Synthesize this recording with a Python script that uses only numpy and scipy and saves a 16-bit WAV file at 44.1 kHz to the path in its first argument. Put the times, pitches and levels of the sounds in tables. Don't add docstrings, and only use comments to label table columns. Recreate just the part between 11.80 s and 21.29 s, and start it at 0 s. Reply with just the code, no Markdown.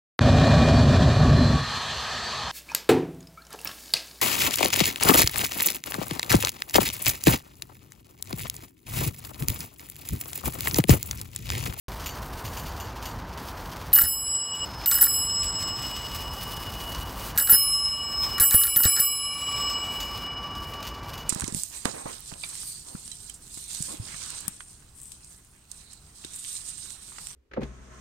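import sys
import numpy as np
from scipy import signal
from scipy.fft import rfft, irfft
from scipy.io import wavfile
from scipy.ndimage import uniform_filter1d, minimum_filter1d

SR = 44100
rng = np.random.default_rng(int(sys.argv[2]) if len(sys.argv) > 2 else 0)


def unload_wav(signal):
    wavfile.write(
        sys.argv[1],
        SR,
        np.round(np.clip(np.atleast_2d(signal).T, -1, 1) * 32767).astype(np.int16),
    )


N = 418509

# (time [s], crack [dB], ring [dB], brightness [dB])
STRIKES = [(2.13, -17, -4, 11.5), (2.158, -13.5, -1, 6), (2.211, -21, -6.5, 11), (2.239, -18, -5, 1.5),
           (3.0595, -16, -9, 10.5), (3.113, -9, -2.5, 0), (3.143, -20, -4, 4), (3.21, -17, -2, 8.5),
           (3.241, -16.5, -2, 3), (5.5761, -12, -2, 8), (5.599, -16.5, -2.5, -1), (5.696, -19, 2, 8),
           (5.723, -15.5, 3.5, 0), (6.599, -11, 5, 1), (6.709, -13, 2.5, -4), (6.7422, -14, 4.5, 1),
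           (6.836, -16, -3, 0), (6.869, -18, -3.5, -6), (6.961, -13.5, -2, 7), (7.035, -10.5, -.5, 3),
           (7.0523, -11.5, 1.4, -4.5), (7.165, -17.5, -4.5, -8), (7.197, -18.5, 1, -2.5)]
# (time [s], grit crunch [dB], wet-leaf hiss [dB])
PATH = [(0.1, -48, -57), (0.42, -45.5, -50), (1.1, -46.5, -56), (1.8, -47, -54.5), (2.5, -52, -64),
        (2.85, -44, -49.5), (3.4, -41.5, -77), (3.8, -43, -55), (4.1, -41, -48.5), (4.7, -42, -46),
        (5.45, -42, -47.5), (5.9, -47, -53), (6.42, -42, -44), (7.3, -49.5, -56), (7.65, -44, -50.5),
        (8.3, -46.5, -54.5), (8.8, -49.5, -60), (9.45, -48.5, -60)]
# (frequency [Hz], relative density [dB])
ROAR = [(120, -3), (250, 0.5), (330, -2.5), (420, -3.5), (700, -2.5), (970, 1.5), (1250, -4), (1600, -7),
        (2100, -14.5), (3200, -25)]
CRUNCH = [(1200, -3.5), (2200, 1.5), (3000, 4), (3800, 1.5), (4700, 3), (6500, -2), (7800, -11.5),
          (10000, -26)]
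HISS = [(4000, -9), (7000, -2.5), (9000, 0), (10400, -2), (11800, 1.5), (14000, 0.5), (15800, 3.5)]


def dome(build_s, judder, flutter, shake_db, settle_s):
    # (family [index], frequency [Hz], level within the family [dB], t60 [s])
    modes = [(0, 1151.5, -1.5, 13), (0, 1169, -6, 11), (1, 2302.5, -2, 7), (1, 2340.5, -4, 7),
             (1, 4081, -6, 4), (1, 5852, -13, 4), (2, 2927.5, 0, 6.5), (2, 2913, -13, 8), (2, 2896, -21, 6),
             (3, 5151.5, 0, 3.8), (3, 6320, -31, 2.5), (4, 7778.5, 0, 2.1), (4, 7696, -11, 2.1),
             (4, 5093, -18, 3), (4, 8048, -28, 1.8), (4, 8077, -26, 1.8), (5, 10803, 0, .9),
             (5, 10692, -17, .9), (5, 10756, -19, .9), (5, 10301, -31, 1.6), (6, 14214, 0, .42),
             (6, 14082, -7, .4), (6, 15553, -21, .5), (6, 12925, -32, 1), (6, 13733, -35, .8)]
    # (time [s], level before decay [dB])
    hum = [(2.15, -40), (2.41, -44), (3.32, -39), (4.23, -42.5), (6.57, -42), (7.4, -40.5), (7.75, -36.5),
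           (8.2, -45), (8.65, -36), (9.25, -43.5)]
    overtone = [(2.15, -43.2), (2.54, -54), (3.19, -41.0), (3.84, -57), (7.09, -45.5), (7.48, -46.5)]
    low_note = [(2.15, -22), (2.28, -30), (2.54, -34), (2.67, -26), (3.06, -22), (3.32, -31), (4.49, -31.5),
                (5.14, -24.4), (6.05, -33), (6.18, -25), (6.44, -46), (6.57, -31.5), (7.03, -26),
                (7.2, -29.5), (8.95, -29.5), (9.23, -37), (9.45, -29.5)]
    middle_note = [(2.54, -24), (2.8, -27), (3.1, -22.5), (3.58, -15.5), (4.1, -25.5), (4.88, -22.5),
                   (5.66, -34.5), (5.75, -22.5), (6.05, -16), (6.18, -26.5), (6.44, -17.5), (6.75, -39),
                   (6.96, -27), (7.48, -27), (7.61, -37.5), (7.9, -26.5), (8.07, -36.5), (8.4, -30)]
    high_note = [(2.15, -25.4), (2.54, -12.5), (3.32, -19.5), (3.58, -15.1), (3.97, -24.5), (4.1, -21.5),
                 (5.71, -21.9), (5.79, -40), (5.92, -30.5), (6.57, -29), (6.61, -21), (6.83, -29),
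                 (7.09, -16), (7.48, -31), (7.87, -22), (8.45, -30.5)]
    shimmer_db, sparkle_db = -16.5, -13.5
    brightness_share = [-0.3, -1.46, -0.11, -0.55, -0.017, 0.13, 0.98]
    touch_db = [-18, -20, -25.5, -4, -32, -25, -25]
    touch_s, release_s = 2.851, 3.06
    strike_s, _, ring_db, bright_db = np.transpose(STRIKES)
    t, out = np.arange(N) / SR, np.zeros(N)
    touched = (t > touch_s) & (t < release_s)
    levels = [in_time(rows)[0] for rows in (hum, overtone, low_note, middle_note, high_note)]
    shaken = np.minimum(bursts(strike_s, np.zeros(len(strike_s)), t60=settle_s), 1)
    tremble = from_db(in_time(PATH)[0] + shake_db)
    at_mic = []
    for family, level_db in enumerate(levels + [shimmer_db, sparkle_db]):
        shake = judder * shaken * (family + 2) + tremble
        waver = 1 + shake * (drift(54) + 1j * drift(33)) + flutter * (drift(12.5) + 1j * drift(9))
        waver_rms = np.sqrt(1 + 2 * shake ** 2 + 2 * flutter ** 2)
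        choke = uniform_filter1d(from_db(touched * touch_db[family]), size=128)
        at_mic.append(from_db(level_db) * choke * waver / waver_rms)
    onsets = np.round(strike_s * SR).astype(int)
    first, lengths = onsets[0], np.diff(np.r_[onsets, N])
    age_s = t[first:] - np.repeat(onsets / SR, lengths)
    inertia = np.exp(-1 / (build_s * SR))
    for family, hz, db, t60 in modes:
        phases = np.exp(2j * np.pi * rng.random(len(onsets)))
        struck = from_db(ring_db + brightness_share[family] * bright_db + db) * phases
        decaying = np.repeat(struck, lengths) * from_db(-60 * age_s / t60)
        swing = signal.lfilter([1 - inertia], [1, -inertia], decaying)
        tone = swing * np.exp(2j * np.pi * hz * t[first:])
        out[first:] += np.sqrt(2) * (tone * at_mic[family][first:]).real
    return out


def gear_spin(run_on_s):
    # (time [s], length [s], level [dB])
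    strokes = [(2.134, 0.12, -27), (3.09, 0.18, -31), (5.55, 0.068, -29), (5.676, 0.075, -24.5),
               (6.583, 0.046, -25.5), (6.695, .065, -28.5), (6.807, .07, -32.5), (6.952, 0.05, -30),
               (7.017, 0.068, -27), (7.15, .075, -31.5)]
    t, coast = np.arange(N) / SR, from_db(-60 / (run_on_s * SR))
    drive = sum(from_db(db) * ((t > s) & (t < s + length)) for s, length, db in strokes)
    return signal.lfilter([1 - coast], [1, -coast], drive + 1e-18) * from_db(3.9 * drift(55))


def clockwork(lag_s, jolt_db, clack_db, whirr_db, rumble_db):
    # (time [s], level [dB])
    clacks = [(2.186, -8.5), (3.185, -17), (3.266, -19), (5.582, -11), (5.673, -15), (6.581, -22),
              (6.607, -22), (6.812, -21), (7.059, -21)]
    # (frequency [Hz], relative density [dB])
    tick_spectrum = [(1200, -22), (2000, -12.5), (3200, -10.5), (4200, 1), (5500, -8), (7000, -2.5),
                     (9000, -2.5), (12000, -2), (14500, 0.5), (16000, -9)]
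    # (frequency [Hz], width [Hz], level [dB])
    housing = [(1382, 60, 4), (1610, 210, 1), (1790, 210, 2)]
    strike_s, crack_db, _, _ = np.transpose(STRIKES)
    clack_s, slack_db = np.transpose(clacks)
    spin = gear_spin(run_on_s=0.1)
    teeth = spin * grains(per_s=700, spread_db=1.0)
    cracks = bursts(strike_s, crack_db + 6.5, t60=0.0075) + bursts(strike_s, crack_db - 8.5, t60=0.094)
    ticks = bursts(clack_s, slack_db - 0.5, t60=0.021)
    impacts = np.hypot(cracks, ticks) * rng.standard_normal(N)
    steel = colour(impacts + from_db(whirr_db) * teeth, tick_spectrum)
    jolts = bursts(strike_s + lag_s, crack_db + jolt_db, t60=0.049)
    jolts += bursts(clack_s, slack_db + clack_db, t60=0.034)
    rumble = from_db(rumble_db) * colour(spin * rng.standard_normal(N), ROAR)
    return steel + rumble + resonate(jolts * rng.standard_normal(N) + teeth, housing)


def lever(thump_hz, thump_t60):
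    # (time [s], thump [dB], knock [dB])
    stops = [(2.238, -17, -36), (5.726, -29, -27), (6.606, -12.5, -29), (6.745, -8.5, -20),
             (6.964, -33, -28), (7.056, -5.5, -19), (7.199, -37, -29)]
    # (frequency [Hz], level [dB], t60 [s])
    handlebar = [(150, 5.5, 0.037), (207, -1, 0.037), (316, -1, 0.022), (487, 2, 0.014), (596, -8, 0.02)]
    stop_s, thump_db, knock_db = np.transpose(stops)
    knock = sum(ring(kicks(stop_s, knock_db + db), hz, t60) for hz, db, t60 in handlebar)
    return ring(kicks(stop_s, thump_db), thump_hz, thump_t60) + knock


def rattles(top_db, jiggles_per_s, jiggle_db):
    # (time [s], clatter [dB], ringing [dB])
    bumps = [(0.26, -37, -36.5), (.575, -53, -60), (.648, -39, -42), (0.768, -42, -41), (0.861, -39, -51),
             (0.999, -42, -41.5), (1.222, -41, -51), (1.254, -38, -43), (1.683, -40, -61),
             (1.916, -39.5, -63), (1.96, -42, -61), (3.63, -30.5, -39), (5.144, -47, -62),
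             (6.434, -29.5, -50.5), (7.9, -40, -46), (8.2, -34.5, -38.5), (8.375, -41, -58),
             (9.026, -39.5, -57), (9.068, -39, -52), (9.333, -38.5, -57), (9.373, -42, -49)]
    # (frequency [Hz], width [Hz], level [dB])
    fittings = [(2895, 85, -2.5), (4700, 24, -12), (4560, 9.7, 4.5), (6180, 33, 1.5), (7020, 60, 2.5),
                (8400, 48, -6), (12200, 87, -4.5), (13600, 40, -9), (14400, 110, -2.5)]
    bump_s, clatter_db, ring_db = np.transpose(bumps)
    contacts = grains(per_s=3000, spread_db=4.5)
    jiggle_s = np.flatnonzero(rng.random(N) < jiggles_per_s / SR) / SR
    flurry = (bursts(bump_s, clatter_db, t60=0.13) + bursts(jiggle_s, jiggle_db, t60=0.1)) * contacts
    clatter = colour(flurry, CRUNCH) + from_db(top_db) * colour(flurry, HISS)
    return clatter + resonate(bursts(bump_s, ring_db + 2.5, t60=0.26) * contacts, fittings)


def wind_and_tyres():
    # (time [s], wind [dB], tyre roar [dB])
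    ride = [(0.1, -36.5, -40), (2.0, -40, -40), (2.25, -34.5, -40.5), (2.65, -45.5, -43.5),
            (3.4, -31.5, -36.5), (4.0, -40, -41.5), (5.4, -37.5, -40), (5.7, -35, -41), (6.3, -39, -38.5),
            (7.1, -41.5, -43.5), (7.5, -43, -44), (7.9, -43, -41), (8.8, -43, -42), (9.45, -39, -42.5)]
    # (frequency [Hz], relative density [dB])
    wind_spectrum = [(24, -30), (32, -12.5), (43, 0.5), (65, 0.5), (100, -3), (160, -9), (240, -20),
                     (450, -37)]
    wind_db, roar_db = in_time(ride)
    crunch_db, hiss_db = in_time(PATH)
    clumps, patches = drift(29), drift(3.6)
    gusts = from_db(wind_db - 1.0 + 1.43 * drift(11.4))
    wind = colour(gusts * rng.standard_normal(N), wind_spectrum)
    tread = from_db(roar_db + 0.5 * drift(13.0))
    roar = colour(tread * rng.standard_normal(N), ROAR)
    grit = from_db(crunch_db - 4.0 + 2.85 * clumps + 0.73 * patches)
    crunch = colour(grit * grains(per_s=7000, spread_db=4.0), CRUNCH)
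    leaves = from_db(hiss_db + 1.8 + 2.96 * clumps + 2.9 * patches)
    hiss = colour(leaves * grains(per_s=13000, spread_db=4.5), HISS)
    return wind + roar + crunch + hiss


def from_db(db):
    return 10 ** (np.asarray(db) / 20)


def rms_one(x):
    return x / np.sqrt(np.mean(x ** 2) + 1e-20)


def in_time(rows):
    times, *columns = np.transpose(rows)
    return [np.interp(np.arange(N) / SR, times, column) for column in columns]


def drift(hz):
    step, run_in = 40, 2000
    r = np.exp(-2 * np.pi * hz * step / SR)
    slow = signal.lfilter([1], [1, -2 * r, r * r], rng.standard_normal(N // step + run_in + 2))[run_in:]
    return np.interp(np.arange(N) / step, np.arange(len(slow)), rms_one(slow))


def grains(per_s, spread_db):
    sizes = from_db(spread_db * np.minimum(rng.exponential(1, N), 4)) * rng.choice([-1, 1], N)
    return rms_one(sizes * (rng.random(N) < per_s / SR))


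def kicks(times, levels_db):
    out = np.zeros(N)
    out[np.round(times * SR).astype(int)] = from_db(levels_db)
    return out + 1e-18


def bursts(times, levels_db, t60):
    return signal.lfilter([1], [1, -from_db(-60 / (t60 * SR))], kicks(times, levels_db))


def ring(x, hz, t60):
    r, w = from_db(-60 / (t60 * SR)), 2 * np.pi * hz / SR
    return signal.lfilter([0, np.sin(w)], [1, -2 * r * np.cos(w), r * r], x)


def resonate(x, modes):
    out, power = 0, 0
    for k, (hz, width, db) in enumerate(modes):
        r = np.exp(-np.pi * width / SR)
        scale = (1 - r * r) / 2
        feedback = [1, -2 * r * np.cos(2 * np.pi * hz / SR), r * r]
        out = out + (-1) ** k * from_db(db) * signal.lfilter([scale, 0, -scale], feedback, x + 1e-18)
        power += scale * from_db(db) ** 2
    return out / np.sqrt(power)


def colour(x, spectrum):
    hz, db = np.transpose(spectrum)
    size = 2 ** 13
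    grid = np.maximum(np.fft.rfftfreq(size, 1 / SR), 1)
    octaves_outside = np.maximum(np.log2(hz[0] / grid), 0) + np.maximum(np.log2(grid / hz[-1]), 0)
    gain = rms_one(from_db(np.interp(np.log(grid), np.log(hz), db) - 20 * octaves_outside))
    cepstrum = irfft(np.log(gain + 1e-6))
    cepstrum[1:size // 2] *= 2
    cepstrum[size // 2 + 1:] = 0
    return signal.fftconvolve(x, irfft(np.exp(rfft(cepstrum))))[:N]


def scene():
    bell = from_db(2.1) * dome(build_s=0.0025, judder=0.048, flutter=0.24, shake_db=27.5, settle_s=0.28)
    bell += clockwork(lag_s=.004, jolt_db=-9, clack_db=-1.5, whirr_db=-4, rumble_db=-10)
    bell += lever(thump_hz=80, thump_t60=0.054)
    mono = bell + wind_and_tyres() + rattles(top_db=-4, jiggles_per_s=4.1, jiggle_db=-44)
    return np.array([mono, mono])


def gain_control(x, threshold_db, depth_db, hold_s, release_db_per_s):
    level_db = 10 * np.log10(np.maximum(uniform_filter1d(x ** 2, size=220), 1e-12))
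    over_db = np.clip(level_db - threshold_db, 0, depth_db)
    hold, look_ahead = 2 * int(hold_s * SR / 2) + 1, 130
    held_db = -minimum_filter1d(-over_db, size=hold, origin=hold // 2 - look_ahead)
    release_db = release_db_per_s * np.arange(N) / SR
    cut_db = np.maximum.accumulate(held_db + release_db) - release_db
    return from_db(-uniform_filter1d(cut_db, size=130))


def record(dry):
    start_s, ceiling, cutoff_hz = .083, .68, 15700
    ducked = dry * gain_control(dry[0], threshold_db=-21.5, depth_db=8.0, hold_s=0.15, release_db_per_s=23.5)
    safe_gain = np.minimum(ceiling / (np.abs(ducked[0]) + 1e-9), 1)
    limiter = uniform_filter1d(minimum_filter1d(safe_gain, size=220), size=220)
    live = ducked * limiter * (np.arange(N) / SR > start_s)
    return signal.sosfilt(signal.ellip(10, .2, 80, cutoff_hz, fs=SR, output="sos"), live)


dry = scene()
out = record(dry)
unload_wav(out)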